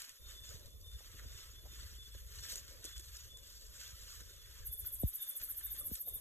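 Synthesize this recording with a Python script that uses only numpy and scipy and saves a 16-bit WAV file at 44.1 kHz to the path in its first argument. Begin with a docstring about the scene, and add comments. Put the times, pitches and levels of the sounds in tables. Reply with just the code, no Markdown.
"""Dry leaves rustle and twigs crack first, as a small animal shuffles through the bush at night.
Leaves and twigs are coloured noise bursts; its feet are band-filtered knocks. Far crickets are gliding
sines blurred by echoes, over noise bands for the insect chorus, rumble and air. The hand that holds the
phone adds dull double thuds and faint rubbing. Late on, a katydid rasps close by, about fourteen strokes
a second, each stroke a row of ringing tooth impacts."""
import sys
import numpy as np
from scipy import signal
from scipy.fft import rfft, irfft
from scipy.io import wavfile
from scipy.ndimage import uniform_filter1d, map_coordinates

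SR = 44100
rng = np.random.default_rng(int(sys.argv[2]) if len(sys.argv) > 2 else 0)


def inscribe(sig):
    """Save sig as 16-bit PCM at rate SR to the path in sys.argv[1].

    A 1-D sig is mono; a 2-D sig holds one channel per row.
    Samples are clipped to [-1, 1] before scaling.
    """
    pcm = np.round(np.clip(np.atleast_2d(sig).T, -1, 1) * 32767)
    wavfile.write(sys.argv[1], SR, pcm.astype(np.int16))


N = 273552
TIME = np.arange(N) / SR  # [s]


def undb(db):
    """Decibels are logarithmic: 20 dB is a tenfold amplitude gain."""
    return 10 ** (np.asarray(db) / 20)


def unit(x):
    """Normalization of power: scale to rms 1."""
    return x / np.sqrt(np.mean(x ** 2))


def curves(table):
    """Linear interpolation: the columns of a table joined by straight lines in time."""
    s, *columns = np.transpose(table)
    return [np.interp(TIME, s, column) for column in columns]


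def gains(points, hz):
    """Frequency response: gain of a (frequency [Hz], level [dB]) spectrum on a logarithmic pitch axis."""
    f, db = np.transpose(points)
    return undb(np.interp(np.log(np.maximum(hz, 1)), np.log(f), db))


def colour(x, points):
    """Linear filtering: multiply the spectrum by a frequency response."""
    return irfft(rfft(x) * gains(points, np.fft.rfftfreq(N, 1 / SR)), N)


def walk(rate):
    """Smoothed random modulation: levels held 1 / rate seconds, averaged twice, rms 1."""
    hold = max(int(SR / rate), 2)
    steps = np.repeat(rng.standard_normal(N // hold + 1), hold)
    return unit(uniform_filter1d(uniform_filter1d(steps, hold), hold)[:N])


def add(track, s, sound):
    """Superposition: mix a short sound in at a time in seconds."""
    i = int(np.clip(s * SR, 0, N))
    track[i:i + len(sound)] += sound[:N - i]


# the two microphone ports: (frequency [Hz], phase by which the left leads [rad])
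PORT_PHASE = [(20, -.7), (100, -.9), (600, -1.0), (1100, -.7), (1500, -.1), (2300, 1.9), (3100, 1.4),
              (3600, 1.9), (4800, 3.14), (7000, 6.28), (9750, 9.42), (12350, 12.57), (14700, 15.7),
              (16000, 17.4)]


def ports(x):
    """Interaural-style phase difference: equal levels at both ports, phase varying with frequency."""
    lead = np.interp(np.fft.rfftfreq(N, 1 / SR), *np.transpose(PORT_PHASE))
    return irfft(rfft(x) * np.exp(.5j * np.outer([1, -1], lead)), N)


def spread(draw, apart_db):
    """Partial coherence: a shared part widens when each port adds its own independent part."""
    return unit(ports(draw()) + undb(apart_db) * np.array([draw(), draw()]))


def both_sides(near, far, far_db):
    """Lateral superposition: one sound from the left, another from the right scaled by far_db."""
    return ports(near) + undb(far_db) * ports(far)[::-1]


def scatter(x, t60):
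    """Reverberation: leaves and trunks scatter dense echoes that fall 60 dB in t60 seconds."""
    t = TIME[:SR]
    tail = rng.standard_normal(SR) * np.exp(-np.log(1000) * t / t60)
    return signal.fftconvolve(x, tail / np.linalg.norm(tail))[:N]


def patchy(x, depth_db, size=1024):
    """Band-wise amplitude modulation: narrow bands flicker in small random patches."""
    cells = signal.stft(x, nperseg=size)[2]
    flicker = uniform_filter1d(rng.standard_normal(cells.shape), size=3, axis=0)
    flicker = unit(uniform_filter1d(flicker, size=2, axis=1))
    return signal.istft(cells * undb(depth_db * flicker), nperseg=size)[1][:N]


def grains(per_s, spread_db):
    """Shot noise: lone clicks at random moments, mostly small and a few large."""
    hits = (rng.random(N) < per_s / SR) * np.sign(rng.standard_normal(N))
    return unit(hits * undb(spread_db * np.minimum(rng.exponential(size=N), 3)))


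def crinkle(per_s, peak_db, decay_s):
    """Buckling of single leaves: a gain with sudden random flares that decay exponentially."""
    flares = (rng.random(N) < per_s / SR) * rng.uniform(.3, 1, N) * undb(peak_db)
    return unit(np.hypot(1, signal.lfilter([1], [1, -np.exp(-1 / (decay_s * SR))], flares)))


# high and low parts of the leaf sound: (frequency [Hz], relative density [dB per Hz])
LEAF_HISS_SPECTRUM = [(1500, -34), (3000, -2.5), (4500, 5), (5400, 2.8), (7000, 3), (8300, 1), (9500, -10),
                      (12500, -2.5), (13600, -6), (14300, -22), (15000, -58)]
LEAF_BODY_SPECTRUM = [(150, -28), (480, -14.5), (790, -18.5), (1150, -4.5), (1750, 0.5), (2400, -5),
                      (3300, 0), (5000, -37)]
# scuffs of the animal in the litter, levels before the trims in leaves():
# (time of the height [s], half-power length [s], hiss level [dB], body relative to hiss [dB])
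LEAF_SCUFFS = [(.01, 0.13, -59.5, 0), (0.311, 0.067, -61, -1.5), (0.503, 0.12, -61, -3),
               (0.668, 0.038, -69.5, -3.5), (1.034, 0.12, -65, 0.5), (1.2, 0.075, -66.5, 1.5),
               (1.405, 0.17, -63, 0.5), (1.821, 0.17, -62, 0), (2.134, 0.19, -66.5, -1.5),
               (2.36, 0.061, -61, 0), (2.453, 0.053, -56, -4), (2.515, 0.055, -52.5, -5),
               (2.572, 0.046, -54, -7), (2.69, 0.15, -64.5, -1), (2.89, 0.088, -61.5, -2),
               (3.03, 0.18, -68, -6), (3.157, 0.2, -62.5, -3), (3.563, 0.18, -63, -6.5),
               (3.838, 0.13, -59.5, -1), (4.093, 0.19, -61.5, -3), (4.325, 0.091, -66, -2.5),
               (4.547, 0.17, -65, 1.5), (4.863, 0.08, -68, -1), (5.24, 0.3, -68, 0.5),
               (5.414, 0.031, -60.5, -2), (5.592, 0.24, -69, 3), (5.77, 0.062, -66.5, 1),
               (5.95, 0.052, -60.5, -5), (6.192, 0.049, -75, 4.5)]
SCUFF_EDGE = 1.71  # exponent: 1 = pointed swell, 2 = rounded
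STIR_DB, STIR_BODY_DB = -74, -10  # between scuffs: hiss before trim, body relative to it


def leaves(hiss_db=6.0, body_db=-0.5, grain_db=2.0, flicker_db=1.5, patchy_db=5.5,
           crackle_db=-5, crackles_per_s=900, crackle_spread_db=3.5):
    """Frictional sliding of dry leaves: countless tiny uneven cracks swell and fade with each scuff."""
    hiss_power, body_power = undb(STIR_DB) ** 2, undb(STIR_DB + STIR_BODY_DB) ** 2
    for s, length, db, body_rel_db in LEAF_SCUFFS:
        swell = undb(db) ** 2 * .5 ** (np.abs(2 * (TIME - s) / length) ** SCUFF_EDGE)
        hiss_power = hiss_power + swell
        body_power = body_power + swell * undb(body_rel_db) ** 2

    def cracks():
        """Granular noise: an uneven rub with lone crackles."""
        rub = rng.standard_normal(N) * undb(grain_db * rng.exponential(size=N))
        rub = unit(patchy(rub, patchy_db))
        return rub + undb(crackle_db) * grains(crackles_per_s, crackle_spread_db)

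    left, right = (colour(cracks(), LEAF_HISS_SPECTRUM) for _ in range(2))
    hiss = unit(both_sides(left, right, far_db=-8.0)) * undb(hiss_db) * np.sqrt(hiss_power)
    body = spread(lambda: colour(cracks(), LEAF_BODY_SPECTRUM), apart_db=-1.0)
    body = body * undb(body_db) * np.sqrt(body_power)
    hiss = hiss * crinkle(per_s=48, peak_db=-5, decay_s=0.0023)
    body = body * crinkle(per_s=26, peak_db=6.5, decay_s=0.0037)
    return (hiss + body) * undb(flicker_db * walk(70))


# the far insect chorus: (frequency [Hz], relative density [dB per Hz])
CHORUS_SPECTRUM = [(3000, -30), (3350, -3), (3520, 12), (3680, -1), (3900, -36), (8000, -47), (10500, 7.5),
                   (12700, 6), (13600, -6), (14500, -38), (15000, -65)]


def chorus(level_db=-66.5, sway_db=1, patchy_db=4, right_db=-7):
    """Incoherent summation: many distant insects merge into a thin steady line and a high hiss."""
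    left, right = (unit(colour(patchy(rng.standard_normal(N), patchy_db), CHORUS_SPECTRUM))
                   for _ in range(2))
    return both_sides(left, right, right_db) * undb(level_db + sway_db * walk(6.06))


# spells of low rumble: (start [s], end [s])
SPELL_TIMES = [(.195, 5.06), (5.405, 5.93), (6.075, 6.3)]
SPELL_EDGE_S = 0.014


def spells():
    """Gating with short ramps: 1 during the spells of rumble, 0 in the lulls."""
    return sum(np.clip(np.minimum(TIME - start, end - TIME) / SPELL_EDGE_S + .5, 0, 1)
               for start, end in SPELL_TIMES)


# low rumble and far air: (frequency [Hz], relative density [dB per Hz])
RUMBLE_SPECTRUM = [(15, -14), (30, -4), (56, 4.5), (75, -4.5), (115, -11.5), (155, -33), (220, -49),
                   (450, -27), (800, -75)]
AIR_SPECTRUM = [(40, 7.5), (140, 0), (240, -6), (330, -4.5), (460, 0), (560, 1), (660, -5), (800, -22.5),
                (1050, -8.5), (1500, -20.5), (3200, -16), (4200, -31), (7000, -20), (14000, -75)]
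# slow drift in the spells, before trim and sway: (time [s], rumble level [dB], air level [dB])
NIGHT_DRIFT = [(.2, -55, -67), (.5, -52, -64.5), (.8, -54.5, -70.5), (1.3, -52.5, -68.5),
               (1.6, -54.5, -68.5), (2.2, -51, -75), (2.55, -55, -64), (3.0, -55.5, -70),
               (3.6, -59.5, -68.5), (4.3, -54, -71.5), (4.9, -52.5, -71), (5.42, -58, -64),
               (5.62, -62, -76), (5.85, -55.5, -64), (6.1, -55.5, -66)]
LULL_RUMBLE_DB, LULL_AIR_DB = -79.5, -75.5  # between spells, before trim and sway


def night(rumble_db=-1.5, sway_db=2.5, throb_db=2.0, patchy_db=5.5):
    """Modulated band noise: an uneven low rumble drops away in the lulls, under faint far-off air."""
    on = spells()
    rumble_drift, air_drift = curves(NIGHT_DRIFT)
    rumble_level = on * rumble_drift + (1 - on) * LULL_RUMBLE_DB
    air_level = on * air_drift + (1 - on) * LULL_AIR_DB
    rumble = spread(lambda: colour(rng.standard_normal(N), RUMBLE_SPECTRUM), apart_db=-9.5)
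    air = spread(lambda: colour(patchy(rng.standard_normal(N), patchy_db), AIR_SPECTRUM), apart_db=11.5)
    rumble = rumble * undb(rumble_level + rumble_db + throb_db * walk(30))
    return rumble + air * undb(air_level + sway_db * walk(10))


# twigs and dry leaves that snap: (time [s], crack level before snap_db [dB], decay constant [s])
TWIG_SNAPS = [(0.019, -29.5, 0.0025), (0.0934, -29.5, 0.0014), (0.658, -40, .002), (2.356, -36.5, 0.0034),
              (2.407, -41, 0.0034), (2.498, -34, .0015), (2.52, -29, .002), (2.523, -26, .0015),
              (2.5568, -25.5, 0.0017), (2.680, -40.5, .002), (2.8422, -31, .003), (2.848, -31, .002),
              (2.8532, -27.5, .002), (2.859, -36, 0.0025), (2.966, -43, .002), (2.9795, -32, 0.0016),
              (2.9952, -35, .004), (3.164, -40, .003), (3.169, -32.5, 0.0023), (3.372, -37, .0015),
              (4.206, -40, .003), (5.416, -32, .002), (5.954, -28.5, .003)]


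def twigs(snap_db=-8.0, tail_s=0.017, tail_db=-18, splinter_db=3):
    """Brittle fracture: a broadband crack, then a splintery shiver of the leaves around it."""
    out, t = np.zeros(N), TIME[:SR // 10]
    for s, db, crack_s in TWIG_SNAPS:
        # the shiver's gain jumps every 30 samples
        splinters = np.repeat(undb(splinter_db * rng.exponential(size=len(t))), 30)[:len(t)]
        shiver = undb(tail_db) * unit(splinters) * np.exp(-t / tail_s)
        fade = np.exp(-t / crack_s) + shiver
        add(out, s, rng.standard_normal(len(t)) * fade * undb(db + snap_db))
    return ports(colour(out, [(800, -34), (1500, -16), (4000, 0.0), (7500, 2.5), (11000, 1.0), (15000, -21)]))


# nearer crickets: (start [s], length [s], starting pitch [Hz], glide over the chirp [Hz],
# level before level_db and flutter [dB])
CRICKET_CHIRPS = [(.19, .15, 3610, 45, -57.5), (.33, .16, 3490, 65, -55), (.66, .1, 3510, 0, -66),
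                  (.82, .15, 3595, -45, -56.5), (.94, .09, 3550, 30, -64), (1.11, .1, 3515, 0, -63),
                  (1.23, .22, 3610, -55, -59.5), (1.535, .085, 3440, 25, -58.5),
                  (1.67, .11, 3610, -50, -61.5), (1.765, .075, 3530, 80, -59.5),
                  (1.965, .12, 3490, -50, -57), (2.09, .1, 3440, 20, -63), (2.39, .12, 3485, -40, -62),
                  (2.85, .14, 3460, -5, -55.5), (3.275, .115, 3505, -65, -57),
                  (4.275, .09, 3665, -15, -61.5), (4.37, .12, 3425, 60, -63.5), (4.68, .14, 3500, 45, -60),
                  (4.815, .125, 3500, -80, -62), (5.015, .12, 3605, 5, -62), (5.17, .17, 3610, -90, -54),
                  (5.27, .11, 3530, -90, -60), (5.62, .115, 3635, -70, -57), (5.73, .15, 3550, -25, -63),
                  (6.04, .16, 3635, -85, -56.5)]
# farther chirps at random times; level before level_db and flutter
FAR_CHIRP_S, FAR_CHIRP_HZ, FAR_SPREAD_HZ, FAR_CHIRP_DB = 0.17, 3550, 78, -72.5


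def crickets(level_db=-3.5, echo_db=-5.0, t60=0.47, waver_hz=12, flutter_db=3.0, count=8):
    """Frequency-modulated tones: nearly pure chirps swell and slide, blurred by scattering in the trees."""
    out, waver = np.zeros(N), waver_hz * walk(120)
    flutter = unit(undb(flutter_db * walk(110)))
    far = []
    for k in range(count):
        start = (k + rng.random()) * TIME[-1] / count
        pitch = FAR_CHIRP_HZ + FAR_SPREAD_HZ * rng.standard_normal()
        far.append((start, FAR_CHIRP_S, pitch, 0, FAR_CHIRP_DB))
    for s, length, hz, glide, db in list(CRICKET_CHIRPS) + far:
        u = np.linspace(0, 1, int(length * SR))
        pitch = hz + glide * u + np.roll(waver, -int(s * SR))[:len(u)]
        swell = np.sin(np.pi * u).clip(0) ** 0.56
        tone = np.sqrt(2) * np.sin(2 * np.pi * np.cumsum(pitch) / SR)
        add(out, s, undb(db) * swell * tone)
    out = out * flutter
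    echoes = spread(lambda: scatter(out, t60), apart_db=-7.5) * np.sqrt(np.mean(out ** 2))
    return undb(level_db) * (ports(out) + undb(echo_db) * echoes)


# fingers rubbing on the case: (frequency [Hz], relative density [dB per Hz])
GRIP_SPECTRUM = [(90, -8), (160, 5), (260, -0.5), (400, 0), (560, -7), (750, -28), (1200, -53)]


def grip(level_db=-82, slips_per_s=70, spread_db=3.5, sway_db=3):
    """Stick-slip friction: fingers jerk dully on the case during the rumble spells, with swaying level."""
    slips = ports(unit(colour(grains(slips_per_s, spread_db), GRIP_SPECTRUM)))
    return slips * spells() * undb(level_db + sway_db * walk(6.97))


# bumps of the hand on the phone:
# (time [s], peak before the fade-in [dB], upper cutoff [Hz], delay until the finger lands again [s])
HAND_BUMPS = [(0.485, -45, 90, 0.0038), (0.534, -46, 165, .001), (0.652, -47, 90, 0.0065),
              (0.738, -46.5, 90, 0.0032), (0.854, -47.5, 90, 0.0027), (0.939, -43, 90.5, 0.0044),
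              (1.134, -48.5, 129, 0.0027), (1.245, -50, 170, 0.0027), (1.71, -52.5, 170, 0.0029),
              (1.929, -52, 80, 0.0037), (2.951, -45.5, 65, .004), (3.92, -49, 160, 0.0028),
              (4.676, -44, 99, 0.0024), (5.030, -25, 850, 0.0013), (5.890, -57, 380, 0.0034),
              (5.909, -38.5, 455, 0.0043)]
# colour of a bump: (frequency [Hz], relative level [dB])
BUMP_SPECTRUM = [(20, -32), (40, -4), (60, 4), (100, -1), (170, -6), (300, -9), (500, -16), (700, -25),
                 (1000, -43), (1500, -58)]
REBOUND_DB = -6.5  # second landing relative to the first


def bumps(late_cycles=1.3, attack_s=0.0029):
    """Dispersion of a double impact: the lows arrive last, so each dull thud drops in pitch."""
    out, hz = np.zeros(N), np.maximum(np.fft.rfftfreq(SR, 1 / SR), 1)
    # each frequency is late by late_cycles of its own periods
    delay_cycles = late_cycles * np.log(hz / hz[-1]) + attack_s * hz
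    for s, db, top_hz, again_s in HAND_BUMPS:
        contacts = 1 + undb(REBOUND_DB) * np.exp(-2j * np.pi * hz * again_s)
        spectrum = contacts * gains(BUMP_SPECTRUM, hz) / np.sqrt(1 + (hz / top_hz) ** 8)
        thud = irfft(spectrum * np.exp(-2j * np.pi * delay_cycles), SR)[:SR // 4]
        fade_in = np.minimum(TIME[:len(thud)] / attack_s, 1)
        add(out, s, thud * fade_in * undb(db) / np.abs(thud).max())
    return ports(out)


# dull footfalls on stones, roots and sticks:
# (time [s], peak level [dB], pitch [Hz], half-width of the band [natural log of frequency ratio])
FOOT_STEPS = [(1.005, -55, 560, 0.41), (1.139, -57, 300, 0.35), (1.19, -51, 1670, 0.23),
              (1.25, -57, 300, 0.3), (1.653, -53, 556, 0.42), (1.73, -56.5, 282, 0.43),
              (2.147, -50.5, 425, 0.26), (2.448, -49, 1780, 0.14), (2.707, -52, 525, 0.15),
              (2.847, -46.5, 390, 0.28), (2.908, -51.5, 1690, 0.19), (2.994, -56.5, 350, 0.26),
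              (4.2, -59, 280, .5), (4.203, -52, 1500, 0.17), (5.487, -56, 1490, 0.17),
              (5.811, -54, 1260, 0.087), (6.07, -53.5, 630, 0.16)]


def footfalls(decay_s=0.011, crunch_db=-19, grain_db=3.0):
    """Damped resonance: a soft foot gives a short knock with a little dry crunch."""
    out, t = np.zeros(N), TIME[:SR // 10]
    crunch_band = signal.butter(1, [250, 2600], "band", fs=SR, output="sos")
    for s, db, hz, width in FOOT_STEPS:
        grit = undb(grain_db * rng.exponential(size=len(t)))
        push = rng.standard_normal(len(t)) * grit * np.exp(-t / decay_s)
        knock_band = signal.butter(2, hz * np.exp([-width, width]), "band", fs=SR, output="sos")
        knock = signal.sosfilt(knock_band, push) + undb(crunch_db) * signal.sosfilt(crunch_band, push)
        add(out, s, knock * undb(db) / np.abs(knock).max())
    return ports(out)


FIRST_STROKE_S, STROKE_S = 4.6827, .07145  # first shutting of the wings, settled gap
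HURRY_S, SETTLE_STROKES = .008, 1.2  # shortening of the first gap, strokes to settle
# first stroke's level and share by which it is shorter, and the time constant of warming up
FIRST_STROKE_DB, FIRST_SHORTER, WARM_UP_S = -1, .08, 0.37


def strokes(count=23, uneven_db=.5):
    """Exponential relaxation: (time, level, relative length), hurried, short and soft, then nearly even."""
    gaps = STROKE_S - HURRY_S * np.exp(-np.arange(count - 1) / SETTLE_STROKES)
    since = np.append(0, np.cumsum(gaps))
    cold = np.exp(-since / WARM_UP_S)
    level = FIRST_STROKE_DB * cold + uneven_db * rng.standard_normal(count)
    return zip(FIRST_STROKE_S + since, level, 1 - FIRST_SHORTER * cold)


# one nominal stroke, before its random variations:
# (time from the shutting [s], tooth rate [1/s], relative force [dB], wing pitch [Hz])
STROKE_COURSE = [(-.046, 1000, -25, 12600), (-.038, 1000, -14, 12750), (-.030, 1050, -8.5, 12750),
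                 (-.021, 1000, -4, 12350), (-.010, 540, 0.5, 12180), (-.005, 520, -4, 11200),
                 (0, 750, -9.5, 10050), (.012, 1000, -13.5, 10570), (.028, 1000, -20.5, 11200)]
# the katydid's voice through the foliage: (frequency [Hz], gain [dB])
WING_RESPONSE = [(5000, -17), (8000, -4), (9200, -0.5), (10050, 0.5), (10650, -2), (11150, -1.5),
                 (11550, 1.5), (12200, -6), (12900, 4), (13700, 0.5), (14300, 1), (14800, -15),
                 (15500, -21)]
MIRROR_S = .002072  # delay of the reflection from a surface just behind the katydid


def katydid(level_db=-28.5, ring_s=0.00011, uneven_db=1.0, jitter=0.12, shut_db=-14.0,
            smear_db=-14.5, smear_s=0.0023, echo_db=-11.5, t60=0.35, vary=0.07, detune=0.026,
            mirror_db=-9, zip_vary=.035):
    """Stridulation: file teeth ring the wing with changing force and pitch; a falling zip shuts it."""
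    out, t = np.zeros(N), TIME[:SR // 125]
    when, rate, force_db, wing_hz = np.transpose(STROKE_COURSE)
    u = np.linspace(0, 1, len(t))
    for s, db, length in strokes():
        at = when[0]
        # no two strokes are equally long or bright
        stretch, sharp = 1 + np.array([vary, detune]) * rng.standard_normal(2)
        for gap, size, tune in rng.standard_normal((100, 3)):
            if at > when[-1]:
                break
            # each ring of the wing carries a weaker, irregular shudder
            shudder = unit(uniform_filter1d(rng.standard_normal(len(t)), size=9)) * np.exp(-t / smear_s)
            ring = t / ring_s * np.exp(1 - t / ring_s) + undb(smear_db) * shudder
            hz = np.interp(at, when, wing_hz) * (sharp + 0.0323 * tune)
            tooth_db = db + np.interp(at, when, force_db) + uneven_db * size
            add(out, s + at * stretch * length, ring * np.sin(2 * np.pi * hz * t) * undb(tooth_db))
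            at += np.exp(jitter * gap) / np.interp(at, when, rate)
        zip_hz = np.interp(u, [0, 1], [11900, 5500]) * (1 + zip_vary * rng.standard_normal())
        zip_down = np.sin(np.pi * u) ** 2 * np.sin(2 * np.pi * np.cumsum(zip_hz) / SR)
        add(out, s - 0.66 * t[-1], zip_down * undb(db + shut_db + rng.standard_normal()))
    # interpolation allows a delay between whole samples
    out = out + undb(mirror_db) * map_coordinates(out, [(TIME - MIRROR_S) * SR])
    direct, echoes = colour(out, WING_RESPONSE), colour(scatter(out, t60), WING_RESPONSE)
    return both_sides(direct, echoes, echo_db) * undb(level_db)


def scene():
    """Linear superposition of the animal, the insects, the hand and the night around them."""
    animal = leaves() + twigs() + footfalls()
    insects = chorus() + crickets() + katydid()
    hand = grip() + bumps()
    return animal + insects + hand + night()


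def record(dry):
    """Band limitation: the phone passes the sound below 15.6 kHz through a steep low-pass."""
    return signal.sosfilt(signal.ellip(10, .2, 80, 15600, fs=SR, output="sos"), dry)


dry = scene()
out = record(dry)
inscribe(out)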